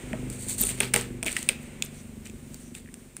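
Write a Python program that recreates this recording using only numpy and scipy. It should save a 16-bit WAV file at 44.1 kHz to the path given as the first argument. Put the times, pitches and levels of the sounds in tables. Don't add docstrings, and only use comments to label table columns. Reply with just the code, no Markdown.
import sys
import numpy as np
from scipy import signal
from scipy.fft import rfft, irfft, next_fast_len
from scipy.io import wavfile
from scipy.ndimage import map_coordinates

SR = 44100
rng = np.random.default_rng(int(sys.argv[2]) if len(sys.argv) > 2 else 0)


def master_out(mix):
    frames = np.transpose(np.atleast_2d(mix))
    ceiling = np.clip(frames, -1, 1)
    pcm = np.round(ceiling * 32767).astype(np.int16)
    wavfile.write(sys.argv[1], SR, pcm)


def magnitude_from_level(level_db):
    exponent = np.asarray(level_db, float) / 20
    return 10 ** exponent


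N = 141120
TIP_HZ = 8946


def unit(x):
    return x / np.sqrt(np.mean(x ** 2) + 1e-20)


def along(points, hz):
    f, v = np.transpose(points)
    return np.interp(np.log(hz + 1), np.log(f + 1), v)


def curves(rows):
    s, *cols = np.transpose(rows)
    return [np.interp(np.arange(N) / SR, s, c) for c in cols]


def wobble(rate):
    knots = rng.standard_normal(int(N * rate / SR) + 4)
    return map_coordinates(knots, [np.arange(N) * rate / SR])


def filtered(x, response):
    m = next_fast_len(N + SR // 2)
    return irfft(rfft(x, m) * response(np.fft.rfftfreq(m, 1 / SR)), m)[:N]


def coloured(x, spectrum):
    return unit(filtered(x, lambda hz: magnitude_from_level(along(spectrum, hz))))


def resonant(x, peaks):
    def response(f):
        total = 0
        for k, (centre, width, db) in enumerate(peaks):
            loss = 1j * f * width
            total = total + (-1) ** k * magnitude_from_level(db) * loss / (centre * centre - f * f + loss)
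        return total
    return filtered(x, response)


def add(track, s, sound):
    part = track[round(s * SR):][:len(sound)]
    part += sound[:len(part)]


def sine(hz, t):
    return np.sin(2 * np.pi * hz * t)


def decay(db, t, t60):
    return magnitude_from_level(db - 60 * t / t60)


def shiver(hz, t, size):
    drift = np.convolve(rng.standard_normal(len(t)) + 0.11, np.hanning(size), "same")
    return np.sin(2 * np.pi * hz * t + 6 * rng.random()) * unit(drift)


def grains(spectrum):
    grains_per_s, grain_db, grain_s, smooth = 900, 2, 0.00052, 1.5
    sizes = magnitude_from_level(grain_db * rng.exponential(size=N).clip(0, 3))
    hits = (rng.random(N) < grains_per_s / SR) * sizes
    envelope = signal.lfilter([1], [1, -np.exp(-1 / (grain_s * SR))], hits) + smooth
    return coloured(envelope * rng.standard_normal(N), spectrum)


def pen_contacts():
    # t/s, tip level/dB, barrel f/Hz, barrel level/dB
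    taps = [(0.131, -34, 1870, -32.5), (0.6362, -30, 2640, -31.5), (0.6695, -32, 2650, -36),
            (0.6895, -35, 2250, -34), (0.692, -35, 2230, -34), (0.7045, -35, 2220, -36),
            (0.8035, -8, 2710, -26), (0.8047, -22.5, 2150, -27), (0.8063, -21, 2476, -17),
            (0.8083, -19, 1590, -25), (0.813, -27, 4300, -40), (0.8225, -28, 2500, -32),
            (0.832, -24, 2620, -30), (0.9376, -7.5, 2160, -22), (0.9402, -1.5, 1590, -20.5),
            (0.9434, -19, 2100, -33), (0.9416, -10, 2160, -21), (0.9613, -6, 1980, -15.5),
            (1.2285, -16, 2340, -26.5), (1.263, -15.5, 2490, -27), (1.2676, -34, 2350, -25.5),
            (1.272, -30, 2300, -29), (1.277, -37, 2460, -33), (1.287, -37, 2340, -34),
            (1.292, -35, 2040, -32), (1.301, -35, 2400, -37), (1.2818, -22, 2300, -23),
            (1.366, -14, 2120, -20), (1.3675, -18.5, 1904, -23.5), (1.3705, -30, 1970, -30),
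            (1.4893, -2, 2514, -11), (1.4938, -15, 2250, -22.5), (2.263, -51, 2440, -39.5),
            (2.8593, -52, 1900, -49.5), (2.8754, -51, 1770, -48), (2.8883, -50, 1910, -47.5)]
    # t/s, tip level/dB, tip f/Hz, barrel level/dB
    ticks = [(0.3005, -22.5, 9050, -50), (1.0113, -20.5, 8400, -46), (1.233, -20.5, 9300, -36),
             (1.2458, -23, 8400, -54), (1.3275, -22, 9570, -50), (1.4284, -16, 8770, -42),
             (1.823, -10.5, 7000, -20.5), (1.8606, -29.5, 6300, -55), (2.2563, -34, 6000, -47),
             (2.271, -33.5, 7140, -59), (2.298, -35, 7170, -47), (2.5432, -21.5, 7700, -63),
             (2.7504, -26.5, 7870, -36.5), (2.941, -25.5, 8740, -50), (3.167, -23, 9570, -49)]
    # f/Hz, level/dB
    crack_colour = [(700, -23), (1800, -7), (3300, -17), (5000, -7), (6200, -6.5), (8800, 1.5),
                    (11000, -23), (15000, -12)]
    tick_barrel_hz, upper_ratio, upper_db = 2575, 1.362, -8
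    barrel_t60, tip_t60, crack_t60 = 0.0094, 0.0067, 0.0072
    top_ring_hz, top_ring_db = 13940, -15
    out, t = np.zeros(N), np.arange(SR // 20) / SR
    cracks = coloured(rng.standard_normal(N), crack_colour)
    contacts = [(s, tip_db, TIP_HZ, hz, db) for s, tip_db, hz, db in taps]
    contacts += [(s, tip_db, hz, tick_barrel_hz, db) for s, tip_db, hz, db in ticks]
    for s, tip_db, tip_hz, hz, barrel_db in contacts:
        barrel = sine(hz, t) - magnitude_from_level(upper_db) * sine(upper_ratio * hz, t)
        barrel = barrel + 0.45 * shiver(1.234 * hz, t, size=48)
        barrel = barrel * decay(barrel_db + 9, t, barrel_t60)
        tip = sine(tip_hz, t) + 0.73 * shiver(.97 * tip_hz, t, size=36)
        tip = tip + magnitude_from_level(top_ring_db) * shiver(top_ring_hz, t, size=30)
        tip = tip * decay(tip_db - 0.5, t, tip_t60)
        noise = cracks[rng.integers(N - len(t)):][:len(t)]
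        crack = decay(tip_db - 3.5, t, crack_t60) * noise
        barrel_onset = (1 - np.exp(-t / 0.00026)) ** 2
        tip_onset = 1 - np.exp(-t / 0.00035)
        add(out, s, barrel * barrel_onset + (tip + crack) * tip_onset)
    return out


def tabletop_knocks():
    # t/s, ring level/dB, thud f/Hz, thud level/dB
    knocks = [(.13, -34.5, 221, -24), (.134, -31, 628, -28), (.608, -34, 219, -26), (.635, -32, 399, -35),
              (.805, -22, 226, -42), (.941, -20.5, 232, -29), (.96, -18.5, 198, -29),
              (1.228, -35, 659, -33.5), (1.258, -36, 307, -26), (1.262, -49, 644, -34),
              (0.289, -44, 200, -32.5), (1.489, -35.5, 516, -33)]
    # f/Hz, level/dB, t60/s
    board_modes = [(188, -9, 0.36), (232, 1.5, 0.26), (400.2, 1, 0.3), (469, -2.5, 0.34), (604, 2.5, 0.052),
                   (840, -1, 0.085)]
    scatter_db = 1.5
    out, t = np.zeros(N), np.arange(SR // 2) / SR
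    for s, db, thud_hz, thud_db in knocks:
        modes = 0
        for hz, level, t60 in board_modes:
            modes = modes + decay(level + rng.normal(0, scatter_db), t, t60) * sine(hz, t)
        modes = magnitude_from_level(db - 7.5) * modes * (0.47 + decay(0, t, 0.033))
        thud = decay(thud_db, t, 0.077) * (sine(thud_hz, t) + 0.2 * shiver(thud_hz, t, size=600))
        upper = decay((db + thud_db) / 2 - 12, t, 0.067) * shiver(940, t, size=60)
        cover = decay(db - 17.5, t, 0.29) * shiver(1301, t, size=90)
        add(out, s, (modes + thud + upper + cover) * (1 - np.exp(-t / 0.0015)))
    return out


def leaning_hand():
    s, hz, db, width_s = .65, 44, -37, .06
    t = np.arange(N) / SR - s
    return magnitude_from_level(db) * np.exp(-(t / width_s) ** 2) * sine(hz, t)


def paper_strokes():
    # t/s, length/s, level/dB, dull part level/dB
    slides = [(0.296, 0.12, -42.5, -13), (0.378, 0.35, -40.5, -15.5), (0.483, 0.067, -34, -13),
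              (0.579, 0.15, -27.5, -19), (0.68, 0.093, -45.5, 3.5), (0.772, 0.12, -47, -2.5),
              (0.799, 0.089, -41.5, 7), (0.934, .11, -34, 1.5), (1.253, 0.07, -37, 3),
              (1.306, 0.056, -41.5, -3.5), (1.344, 0.15, -39, -4), (1.485, 0.072, -48, 6),
              (1.605, 0.11, -55.5, -10), (1.831, 0.054, -45, -1.5), (1.912, 0.23, -55.5, -3.5),
              (2.247, 0.049, -51.5, 4), (2.32, 0.11, -65, -5), (2.505, 0.33, -55.5, -6.5),
              (2.74, 0.058, -49.5, -3), (2.76, 0.084, -63, 3), (3.159, 0.053, -53, -6)]
    # f/Hz, level/dB per Hz
    bright = [(2650, -23.5), (4500, -11.5), (5080, -22.5), (6660, -10), (8600, 1), (11900, -25.5),
              (14200, -14.5), (15600, -20), (16000, -40.5)]
    # f/Hz, level/dB per Hz
    dull = [(400, 2), (1100, -7), (2300, 4), (3800, -2), (5500, -8), (8000, -13.5)]
    rise = 0.24
    high = grains(bright) * magnitude_from_level(1.6 * wobble(60))
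    low = grains(dull) * magnitude_from_level(1.4 * wobble(60.57))
    out, time = np.zeros(N), np.arange(N) / SR
    for s, length, db, dull_db in slides:
        u = np.clip((time - s) / (rise * length), 0, None)
        out += magnitude_from_level(db) * u * np.exp(1 - u) * (high + magnitude_from_level(dull_db) * low)
    return out


def crease_snaps():
    # t/s, level/dB, top ring level/dB
    snaps = [(0.3485, -23, -52), (0.411, -23, -42), (0.4912, -32, -45), (0.4935, -18, -45),
             (0.5055, -18, -45), (0.51, -22, -45), (0.543, -32, -50), (0.5853, -15, -38),
             (0.5965, -23, -35), (0.6, -20, -27), (0.6094, -3.5, -18), (0.614, -9, -16), (0.634, -5, -30),
             (0.638, -4, -30), (0.6517, -6, -34), (0.6586, -13, -41), (0.6689, -2.5, -41),
             (0.6746, -12, -38), (0.6898, -19, -41), (0.6918, -7, -41), (0.7, -12, -38), (1.3185, -23, -45),
             (1.631, -40, -50), (1.843, -29, -50), (1.849, -33, -40), (1.8505, -32, -45)]
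    out, t = np.zeros(N), np.arange(SR // 40) / SR
    for s, db, top_db in snaps:
        ring = sine(TIP_HZ * rng.normal(1, .04), t) + 0.64 * shiver(TIP_HZ, t, size=36)
        top = magnitude_from_level(top_db + 11.5) * shiver(13600, t, size=30)
        fall = decay(0, t, 0.0078) * (1 - np.exp(-t / 0.00044))
        add(out, s, fall * (magnitude_from_level(db - 6.5) * ring + top))
    return out


def fingertips():
    # t/s, length/s, level/dB
    swishes = [
        (1.958, .07, -57.5),
        (2.598, 0.13, -59),
    ]
    # f/Hz, level/dB
    swish_colour = [(4500, -30), (6000, 4), (7500, -9), (9500, -30)]
    swish = grains(swish_colour)
    out, time = np.zeros(N), np.arange(N) / SR
    for s, length, db in swishes:
        out += magnitude_from_level(db) * np.exp(-((time - s) / length * 2 - 1) ** 2 * 2) * swish
    return out


def engine():
    # t/s, firings per s, level/dB
    course = [
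        (0, 25.55, -39.5),
        (.5, 25.15, -43),
        (1.05, 25.0, -41.5),
        (1.3, 24.5, -45),
        (2.02, 24.2, -45),
        (2.8, 23.5, -48),
        (3.2, 23.35, -55.5),
    ]
    # f/Hz, width/Hz, level/dB
    pipe_near = [(49.7, 20, -7), (103.7, 9.2, -5), (128, 12, -0.5), (198, 35, -5.5), (248.8, 8.6, 3),
                 (343, 37, -3.5), (477, 204, -10)]
    # f/Hz, width/Hz, level/dB
    pipe_far = [(74.6, 12.6, -5.5), (90.4, 38, -7), (146.5, 11.7, -2.5), (226, 16.3, 3.5), (256.5, 15, 1),
                (355, 70, -8.5)]
    firing_s = 2.211
    soft_hz = 420
    rate, db = curves(course)
    turns = np.cumsum(rate) / SR
    turns = turns - turns[round(firing_s * SR)] + .006 * wobble(20)
    firings = np.diff(np.floor(turns), prepend=np.floor(turns[0])).clip(0)
    pulses = firings * magnitude_from_level(1.8 * wobble(23.54))
    pulses = filtered(pulses, lambda hz: 1 / (1 + 1j * hz / soft_hz) ** 3)
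    far = np.interp(np.arange(N) / SR, (0.88, 1.6), [0, 1])
    pipe = (1 - far) * unit(resonant(pulses, pipe_near)) + far * unit(resonant(pulses, pipe_far))
    pipe = unit(pipe + magnitude_from_level(-11) * room(pipe))
    return magnitude_from_level(db + 2.5) * pipe + road_roar(db)


def road_roar(engine_db):
    # f/Hz, level/dB
    roar_colour = [(20, -4), (45, 6.5), (230, -5), (550, -11), (900, -25), (2500, -32.5)]
    level = -50.5 + .35 * (engine_db - engine_db.mean()) + wobble(2.6)
    return magnitude_from_level(level) * coloured(rng.standard_normal(N), roar_colour)


def room(x):
    # f/Hz, t60/s
    room_t60 = [(200, 0.57), (2500, 0.37), (8000, 0.18), (15000, 0.01)]
    out, step = np.zeros(N), SR // 3
    for a in range(0, N, step):
        hz, t, z = signal.stft(rng.standard_normal(SR // 2), SR, nperseg=256)
        fading = z * magnitude_from_level(-60 * t / along(room_t60, hz)[:, None])
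        tail = signal.istft(fading, SR, nperseg=256)[1]
        add(out, a / SR + 0.0026, signal.fftconvolve(x[a:a + step], tail / np.linalg.norm(tail)))
    return out


def street_air():
    # t/s, level/dB
    air_level = [
        (0, -45.5),
        (.27, -49.5),
        (1.15, -54),
        (1.72, -50),
        (2.05, -57.5),
        (3.2, -65),
    ]
    # f/Hz, level/dB per Hz
    hiss_colour = [(500, 2.5), (1200, -8), (2300, 0.5), (3800, -11.5), (5200, -19.5), (8700, -5),
                   (11700, -45), (15000, -26)]
    db, = curves(air_level)
    return magnitude_from_level(db + wobble(4.64)) * coloured(rng.standard_normal(N), hiss_colour)


def microphone_noise():
    # f/Hz, level/dB
    self_colour = [(2500, -4), (5000, -10.5), (6300, -6), (8800, 2), (11500, -14.5), (14800, -8.5)]
    return magnitude_from_level(-57.5 + 3.1 * wobble(6.31)) * coloured(rng.standard_normal(N), self_colour)


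def scene():
    near = pen_contacts() + tabletop_knocks() + leaning_hand()
    near = near + paper_strokes() + crease_snaps() + fingertips()
    outside = engine() + street_air()
    return (near + magnitude_from_level(-20) * room(near) + outside + microphone_noise())[None]


def low_pass(x):
    return signal.sosfilt(signal.butter(12, 16830, fs=SR, output="sos"), x)


def record(dry):
    mix = filtered(dry[0], lambda hz: np.where(hz < 15600, 1, magnitude_from_level(-33)))[None]
    return low_pass(mix)


dry = scene()
out = record(dry)
master_out(out)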